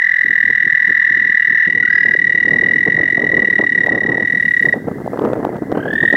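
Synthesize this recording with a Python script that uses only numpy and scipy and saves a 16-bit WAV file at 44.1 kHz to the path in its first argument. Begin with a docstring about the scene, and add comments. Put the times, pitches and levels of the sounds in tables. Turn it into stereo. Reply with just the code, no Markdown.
"""Toads trilling in the wind

Two toads call from a log at a pond's edge, very close, each puff of air setting the larynx whistling.
One holds a long trill; a lower neighbour trills along, stops, stutters and finally swells into a new call.
A rising, gusty wind buffets the two microphone ports and now and then overloads them.
A faint chorus and a soft hiss lie far behind."""
import sys
import numpy as np
from scipy import signal
from scipy.fft import rfft, irfft, next_fast_len
from scipy.io import wavfile

SR = 44100
rng = np.random.default_rng(int(sys.argv[2]) if len(sys.argv) > 2 else 0)


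def to_wav(s):
    """Save 16-bit WAV."""
    ch = np.atleast_2d(s).T  # columns
    pcm = np.round(np.clip(ch, -1, 1) * 32767)  # PCM
    wavfile.write(sys.argv[1], SR, pcm.astype(np.int16))


N = 271656
TIME = np.arange(N) / SR
LEFT_RIGHT = np.array([[1], [-1]])


# the lead holds steady, hurries twice and runs down: (time [s], pulse rate [Hz])
LONG_RATE = [(0, 41.8), (.25, 41.9), (.38, 40.72), (1.77, 39.54), (2.26, 37.39), (2.54, 38.26),
             (2.96, 44.94), (3.08, 44.34), (3.44, 37.22), (3.9, 34.74), (4.1, 35.82), (4.31, 41.27),
             (4.49, 35.34), (4.66, 33.69), (4.73, 22.28)]
# its pitch sinks slowly, then drops as the air runs out: (time [s], pitch [Hz])
LONG_PITCH = [(0, 1966), (.5, 1958), (3, 1945), (3.35, 1955), (3.8, 1934), (4.6, 1940), (4.73, 1911)]
# its level falters three times: (time [s], level [dB])
LONG_LEVEL = [(0, -6), (1.1, -5), (1.7, -5), (2, -4), (2.8, -4.5), (3, -5.6), (3.15, -5.5), (3.21, -8.5),
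              (3.36, -5), (3.57, -4.5), (3.64, -7.5), (3.79, -4), (3.98, -8), (4.2, -8), (4.5, -5),
              (4.73, -3.5)]
# larynx overtones, and rasp from unevenly vibrating membranes: (frequency [x pitch], level [dB])
LONG_OVERTONES = [(2, -34), (3, -44), (3.5, -65.5), (6.5, -62)]
LONG_RASP = [(0.522, -40.5), (0.778, -34), (1.468, -32), (2.492, -48.5), (2.799, -49)]
# the voice smooths out in its second half: (time [s], rasp trim [dB])
LONG_RASP_TRIM = [(0, 0.5), (2.5, 1), (3.1, -0.5), (4.6, -2.5)]


def long_trill():
    """The lead toad spends one breath on a long run of short, even pulses."""
    return trill((.0004, 4.745), *contour(LONG_RATE), *contour(LONG_PITCH), *contour(LONG_LEVEL),
                 LONG_OVERTONES, LONG_RASP, length_s=.014, rise=.28, fall=.3, droop=.55, crest=.42,
                 sag=.105, sac_hold=.6, uneven_db=.46, rasp_trim=LONG_RASP_TRIM)


# the neighbour keeps almost in step with the lead: (time [s], pulse rate [Hz])
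NEIGHBOUR_RATE = [(0, 41.22), (1.15, 40.45), (1.42, 37.08), (1.66, 40.26)]
# it sits lower and softer: (time [s], pitch [Hz], level [dB])
NEIGHBOUR_TRILL = [(0, 1806, -11), (.9, 1814, -10), (1.4, 1800, -11.5), (1.66, 1818, -9)]
# its stutter: (time [s], pulse rate [Hz], pitch [Hz], level [dB])
NEIGHBOUR_STUTTER = [(1.835, 23.5, 1490, -19.5), (1.87, 24, 1480, -24), (1.88, 34.3, 1540, -17),
                     (1.92, 39.7, 1700, -12), (2.02, 39.3, 1710, -12), (2.1, 33.7, 1720, -17),
                     (2.15, 45.5, 1712, -12.5)]
# each call's overtones and the rasp they share: (frequency [x pitch], level [dB])
NEIGHBOUR_OVERTONES = [(2, -38.5), (3, -46.5)]
STUTTER_OVERTONES = [(2, -41), (3, -33)]
NEIGHBOUR_RASP = [(.6, -39), (0.799, -25.5), (1.498, -43.5)]


def neighbour_calls():
    """The lower toad trills along in longer pulses, stops, then stutters briefly."""
    along = trill((.0181, 1.672), *contour(NEIGHBOUR_RATE), *contour(NEIGHBOUR_TRILL),
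                  NEIGHBOUR_OVERTONES, NEIGHBOUR_RASP, length_s=.018, rise=.47, fall=.21, droop=.86,
                  crest=.53, sag=.14, sac_hold=.25, uneven_db=1.1, jitter_s=.00016)
    stutter = trill((1.8353, 2.16), *contour(NEIGHBOUR_STUTTER), STUTTER_OVERTONES, NEIGHBOUR_RASP,
                    length_s=.022, rise=.45, fall=.5, droop=.1, crest=.39,
                    sag=.14, sac_hold=.25, uneven_db=1, stand_out=-.8)
    return along + stutter


# the closing crescendo: (time [s], pulse rate [Hz], pitch [Hz], level [dB])
NEIGHBOUR_SWELL = [(5.757, 39, 1540, -28.5), (5.86, 38.64, 1650, -19.5), (5.96, 40.77, 1827, -8.5),
                   (6.05, 40.78, 1898, -3.5), (6.13, 39.92, 1899, -4.5), (6.16, 40.5, 1907, -6)]
# its overtones and rasp: (frequency [x pitch], level [dB])
SWELL_OVERTONES = [(1.99, -29)]
SWELL_RASP = [(1.552, -41), (2.58, -47.5)]


def neighbour_swell():
    """The neighbour starts afresh, climbing in pitch and level on deeply arched pulses."""
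    return trill((5.757, 6.16), *contour(NEIGHBOUR_SWELL), SWELL_OVERTONES, SWELL_RASP,
                 length_s=.017, rise=.26, fall=.59, droop=.2, crest=.42,
                 sag=.34, sac_hold=.52, uneven_db=.56)


# breath rushing through the open larynx: (frequency [Hz], relative density [dB])
AIR_RUSH = [(300, -33), (650, -7), (950, 6.5), (1400, -2), (2500, 3), (3200, -6.5), (4300, -13),
            (6000, -26.5), (8000, -31.5), (15000, -42)]


def trill(span_s, rate, pitch, level, overtones, rasp, length_s, rise, fall, droop, crest, sag, sac_hold,
          uneven_db, stand_out=.51, jitter_s=.0001, rasp_trim=((0, 0),), rasp_spread_db=3, rush_db=-39):
    """Each puff of air sets the larynx whistling; its pitch arches as the pressure builds and fades."""
    count = np.cumsum(rate) / SR
    times = np.interp(np.arange(*np.interp(span_s, TIME, count)), count, TIME)
    usual_rate = np.median(np.interp(times, TIME, rate))
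    out, rush = np.zeros(N), from_db(rush_db) * coloured(AIR_RUSH)[0]
    wanders = np.cumsum(rng.normal(0, .078, (len(times), len(rasp), SR // 30)), axis=2)
    for k, when in enumerate(times):
        chance = rng.standard_normal(5)
        hz, db = np.interp(when, TIME, pitch), np.interp(when, TIME, level)
        # pulses shorten as the rate climbs
        stretch = min((usual_rate / np.interp(when, TIME, rate)) ** .9, 1.08)
        size = min(int(length_s * stretch * SR * (1 + .03 * chance[0])), wanders.shape[2])
        progress = np.linspace(0, 1, size)  # rise, fall and crest are shares of the pulse
        opening = ease(progress / rise) * ease((1 - progress) / fall)
        pressure = opening * (1 - droop * (progress - crest))
        slack = sag * (1 + .077 * chance[4]) * (2 * (progress - crest)) ** 2
        step = 2 * np.pi * hz * (1 + .0029 * chance[1]) / SR
        larynx = np.cumsum(step * (1 - slack))
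        # the resonant vocal sac holds back part of the fundamental's sag
        sac = np.cumsum(step * (1 - slack * (1 - sac_hold)))
        tone = pressure * np.sin(sac - sac[size // 2])
        # overtones last through the edges; a positive stand_out lifts them in weak pulses
        for multiple, overtone_db in overtones:
            gain = from_db(overtone_db + rng.normal(0, .4) - stand_out * (db - level.max()))
            tone += gain * np.sqrt(opening) * np.sin(multiple * (larynx - larynx[size // 2]))
        # rasp flares at mid-pulse, at a steady pitch with a wandering phase
        flare = from_db(np.interp(when, *np.transpose(rasp_trim))) * np.sin(np.pi * progress) ** 2
        for (multiple, rasp_db), wander in zip(rasp, wanders[k]):
            gain = from_db(rasp_db + rng.normal(0, rasp_spread_db))
            tone += gain * flare * np.sin(multiple * step * np.arange(size) + wander[:size])
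        tone += np.sqrt(opening) * rush[k * size:][:size]
        add(out, when + jitter_s * chance[2], from_db(db + uneven_db * chance[3]) * tone)
    return out


# the breeze between gusts: (time [s], force [dB])
BREEZE = [(0, -56), (.4, -41), (1.4, -50.5), (1.95, -36.5), (2.3, -32.5), (2.95, -28), (3.75, -27),
          (4.3, -27), (4.58, -34.5), (4.8, -27.5), (5.65, -21.5), (6.16, -27)]
# gusts riding on it: (start [s], length [s], force [dB], left minus right [dB])
GUSTS = [(0.242, .11, -38.5, -9), (0.469, 0.059, -34.5, -7), (0.643, 0.089, -41.5, -15.5),
         (0.871, 0.055, -35, -10.5), (1.067, 0.28, -37, -7), (1.469, 0.083, -37.5, -9),
         (1.671, 0.19, -33.5, -8.5), (2.04, 0.13, -32.5, -8), (2.448, .31, -25, -2),
         (2.868, 0.021, -18, 0.5), (2.974, 0.064, -20.5, -0.5), (3.172, 0.33, -21.5, -4.5),
         (3.584, 0.064, -18.5, -6), (3.847, 0.39, -21, 0), (4.631, 0.16, -24, -2.5),
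         (4.86, 0.061, -19.5, -4.5), (4.982, .1, -23, -7), (5.131, 0.46, -18, -5), (5.716, 0.089, -18, -4),
         (5.842, .11, -21, -8), (6.021, 0.032, -17, -0.5), (6.123, 0.034, -18, -9.5)]


def wind_force(breeze_pan_db=-5, attack_s=.0089, release_s=.014, sag_db_per_s=8.5):
    """Force at each port in dB: gusts rise, sag and let go on top of the breeze."""
    power = from_db(contour(BREEZE)[0] + breeze_pan_db / 2 * LEFT_RIGHT) ** 2
    for start, length, db, pan_db in GUSTS:
        shape = ease((TIME - start) / attack_s + .5) * ease((start + length - TIME) / release_s + .5)
        sag_db = sag_db_per_s * np.clip(TIME - start - length / 2, -length, length)
        power += (shape * from_db(db + pan_db / 2 * LEFT_RIGHT - sag_db)) ** 2
    return 10 * np.log10(power)


# the body of a moderate wind: (frequency [Hz], relative density [dB])
WIND_COLOUR = [(25, -36.5), (50, -27.5), (70, -17.5), (100, -3.5), (150, 0.5), (200, 2.5), (300, 0.5),
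               (450, -4.5), (700, -15.5), (1000, -23.5), (1400, -29.5), (2000, -42.5), (4000, -69.5)]


def wind(force_db, moderate_db=-26.5, split_hz=406):
    """Turbulence comes in lumps, different at each port; the harder it blows, the brighter it gets."""
    churn = [.75 * drift(30) + 1.06 * drift(100) for port in range(2)]
    lumps = unit_rms(from_db(5 * np.clip(churn, -2.5, 1.6)))
    noise = coloured(WIND_COLOUR)
    lows = signal.sosfiltfilt(signal.butter(2, split_hz, fs=SR, output="sos"), noise)
    tilt_db = .68 * (force_db - moderate_db)
    rumble = lows * from_db(-.65 * np.maximum(tilt_db, -3))
    roar = (noise - lows) * from_db(tilt_db - 1.5) * lumps ** .68
    return from_db(force_db) * lumps * (rumble + roar)


def lesser_eddies(force_db, per_s=30, over_db=11, lean=12, count=400):
    """Random eddies, each leaning to one port and following the force there: rows like BUFFETS."""
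    times = rng.exponential(1, count).cumsum() / per_s
    ports = rng.integers(0, 2, count)
    spread_db = np.minimum(rng.standard_normal(count), 1.5)
    return [(s, force_db[port, int(s * SR)] + over_db + db, lean * (1 - 2 * port))
            for s, port, db in zip(times, ports, spread_db) if s < TIME[-1]]


# eddies that stand out as thumps: (time [s], force [dB], leftward lean [steps of 1.5 dB])
BUFFETS = [(.2503, -15, -18), (.503, -12.5, -1.5), (.6677, -16, -13), (.895, -12, -16), (1.1102, -15, -17),
           (1.1736, -13.5, -15), (1.2986, -14.5, -11), (1.7523, -26, 5), (2.0524, -8, -7),
           (2.1515, -5.5, -15), (2.875, -11.5, -17), (2.9802, -6.5, -15), (2.9928, -2.5, 14),
           (3.1947, -5.5, -6), (3.2395, -5.5, -13), (3.5904, -9, -14), (3.6273, -1.2, -24),
           (3.8712, -1, -5), (3.8849, 1, -13), (3.9449, -2.5, -10.5), (4.1814, 2.5, 6), (4.2082, -4.5, -12),
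           (4.7411, -1, -7), (4.8815, -4.5, 24.5), (5.0627, -0.5, -6), (5.078, 3.5, -20), (5.1749, 11, -12),
           (5.1959, 8, -23), (5.2516, 13, -23), (5.3336, 1, -11), (5.3724, -4, -15), (5.4021, -10, -6),
           (5.451, 5, 0), (5.4927, 2, 10), (5.5697, 1.5, -1.5), (5.7185, 1.5, -9), (5.9357, -1, -8),
           (6.1393, -1.5, -19)]


def buffets(force_db, hz_at_0_db=575, db_per_octave=14, cycles=.7, ragged=.29, saturation_db=-1):
    """Each eddy gives one short swing of pressure, different at each port; harder ones are quicker."""
    out, t = np.zeros((2, N)), np.arange(-400, 401) / SR
    for s, db, lean in BUFFETS + lesser_eddies(force_db):
        hz = hz_at_0_db * 2 ** (max(db, -24) / db_per_octave)
        swing = np.sin(2 * np.pi * hz * t + rng.uniform(0, 2 * np.pi, (2, 1)))
        swing += ragged * unit_rms(filtered(rng.standard_normal((2, len(t))), [hz / 2, hz * 1.2], "band"))
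        lee_db = 1.5 * np.minimum(lean * LEFT_RIGHT, 0)
        envelope = np.exp(-(t * hz / cycles) ** 2)
        add(out, s, from_db(min(db, saturation_db) + lee_db) * swing * envelope)
    return out


# microphone overload clicks: (time [s], peak [dB], left minus right [dB])
OVERLOAD_CLICKS = [(3.5892, -24, -15), (3.8623, -21, -9), (3.8704, -21, -11), (5.1935, -25, -10),
                   (5.249, -30, -10), (5.45, -19, 3), (5.566, -28, -5.5), (5.718, -28, -11),
                   (5.936, -22, -10)]


def overload_clicks(decay_s=.0005, dull_hz=2600):
    """Short, sharp clicks as hard wind buffets overload the microphone."""
    out, t = np.zeros((2, N)), np.arange(-200, 201) / SR
    for s, db, pan_db in OVERLOAD_CLICKS:
        burst = rng.standard_normal(len(t)) * np.exp(-np.abs(t) / decay_s)
        click = filtered(burst, dull_hz, "low") + .079 * burst
        add(out, s, from_db(db + pan_db / 2 * LEFT_RIGHT) * click / np.abs(click).max())
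    return out


# early reflections: (delay [s], level [dB])
ECHOES = [(.0042, -32.5), (.013, -25.5), (.019, -34.5)]


def echoes(voices):
    """The log and the reeds throw back faint, quick copies of the calls."""
    return sum(from_db(db) * np.interp(TIME - delay, TIME, voices, left=0) for delay, db in ECHOES)


def reeds(x, t60_s, width):
    """Diffuse scatter from the bank: a dying noise tail, partly shared by both ports."""
    t = np.arange(SR // 2) / SR
    mid, side = rng.standard_normal((2, len(t))) * from_db(-60 * t / t60_s)
    tail = (mid + width * side * LEFT_RIGHT) / np.linalg.norm(mid)
    return signal.fftconvolve(x[None], tail, axes=1)[:, :N]


# the backdrop of toads: (pitch [Hz], pulse rate [Hz])
FAR_TOADS = [(1600, 59), (1700, 62), (1790, 50), (1880, 13), (1960, 70), (2030, 38)]


def far_chorus():
    """Distant toads, each with its own wandering pitch and pulse rate."""
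    out = 0
    for hz, rate in FAR_TOADS:
        gate = np.maximum(np.sin(2 * np.pi * np.cumsum(rate * (1 + .04 * drift(2))) / SR), 0)
        out += gate * np.sin(2 * np.pi * np.cumsum(hz * (1 + .02 * drift(30))) / SR)
    return unit_rms(out)


# the noise bed's tone: (frequency [Hz], relative density [dB])
HISS_COLOUR = [(25, 12.5), (65, 32), (120, 31.5), (250, 9), (650, 11), (950, 12), (2500, 3.5), (4500, 5.5),
               (7000, 4.5), (15000, 3)]
# its level, swelling as the reeds rustle: (time [s], level [dB])
HISS_LEVEL = [(0, -52.5), (1.6, -54), (2.6, -53), (3.8, -52), (4.1, -54), (4.65, -45), (4.82, -49.5),
              (5.15, -47.5), (5.6, -50), (6.1, -46.5)]


def hiss():
    """A wide bed of hiss with a faint low rumble."""
    mid, side = coloured(HISS_COLOUR)
    return from_db(contour(HISS_LEVEL)[0]) * unit_rms(mid + .73 * side * LEFT_RIGHT)


def from_db(db):
    """Decibels to gain."""
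    return 10 ** (np.asarray(db) / 20)


def unit_rms(x):
    """Scale to rms 1."""
    return x / np.sqrt(np.mean(x ** 2) + 1e-20)


def ease(x):
    """Smooth fade from 0 to 1."""
    return np.sin(np.pi / 2 * np.clip(x, 0, 1)) ** 2


def contour(rows):
    """One automation curve for each column after the time."""
    s, *columns = np.transpose(rows)
    return [np.interp(TIME, s, column) for column in columns]


def drift(hz):
    """Smooth random modulation of spread 1, rolling off above hz."""
    pole = np.exp(-40 * np.pi * hz / SR)
    noise = rng.standard_normal(N // 20 + 4002)
    slow = signal.lfilter([1], [1, -2 * pole, pole * pole], noise)[4000:]
    return np.interp(np.arange(N) / 20, np.arange(len(slow)), unit_rms(slow))


def filtered(x, hz, kind):
    """Second-order Butterworth filter."""
    return signal.sosfilt(signal.butter(2, hz, kind, fs=SR, output="sos"), x)


def coloured(spectrum):
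    """Two unrelated noises with the given spectrum, rms 1."""
    size = next_fast_len(N)
    freqs, levels = np.transpose(spectrum)
    hz = np.maximum(np.fft.rfftfreq(size, 1 / SR), 1)
    gain = from_db(np.interp(np.log(hz), np.log(freqs), levels))
    return unit_rms(irfft(rfft(rng.standard_normal((2, size))) * gain)[:, :N])


def add(track, s, sound):
    """Mix a sound into a track, centred on time s."""
    at = round(s * SR) - sound.shape[-1] // 2 + np.arange(sound.shape[-1])
    inside = (at >= 0) & (at < N)
    track[..., at[inside]] += sound[..., inside]


def scene():
    """The mix: two toads up front, their reflections, chorus and hiss behind, wind on the ports."""
    lead, neighbour, swell = long_trill(), neighbour_calls(), neighbour_swell()
    voices = lead + neighbour + swell
    toads = (lead * from_db([[-.75], [-.15]]) + neighbour * from_db([[-.6], [-.4]])
             + swell * from_db([[-.4], [.4]]))
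    # thin stems scatter the overtones more than the fundamental
    brightened = voices + 1.5 * filtered(voices, [2600, 6000], "band")
    scatter = from_db(-18.5) * reeds(brightened, t60_s=.54, width=.57)
    background = from_db(-42) * reeds(far_chorus(), t60_s=.11, width=.6) + hiss()
    force_db = wind_force()
    air = from_db(.26) * wind(force_db) + overload_clicks() + from_db(-3.5) * buffets(force_db)
    return toads + echoes(voices) + scatter + background + air


def record(dry):
    """The microphone sheds deep bass, the hardest buffets clip at full scale, the top is cut."""
    clipped = np.clip(filtered(dry, 62, "high"), -1, 1)
    return signal.sosfilt(signal.cheby2(16, 70, 16600, fs=SR, output="sos"), clipped)


dry = scene()
out = record(dry)
to_wav(out)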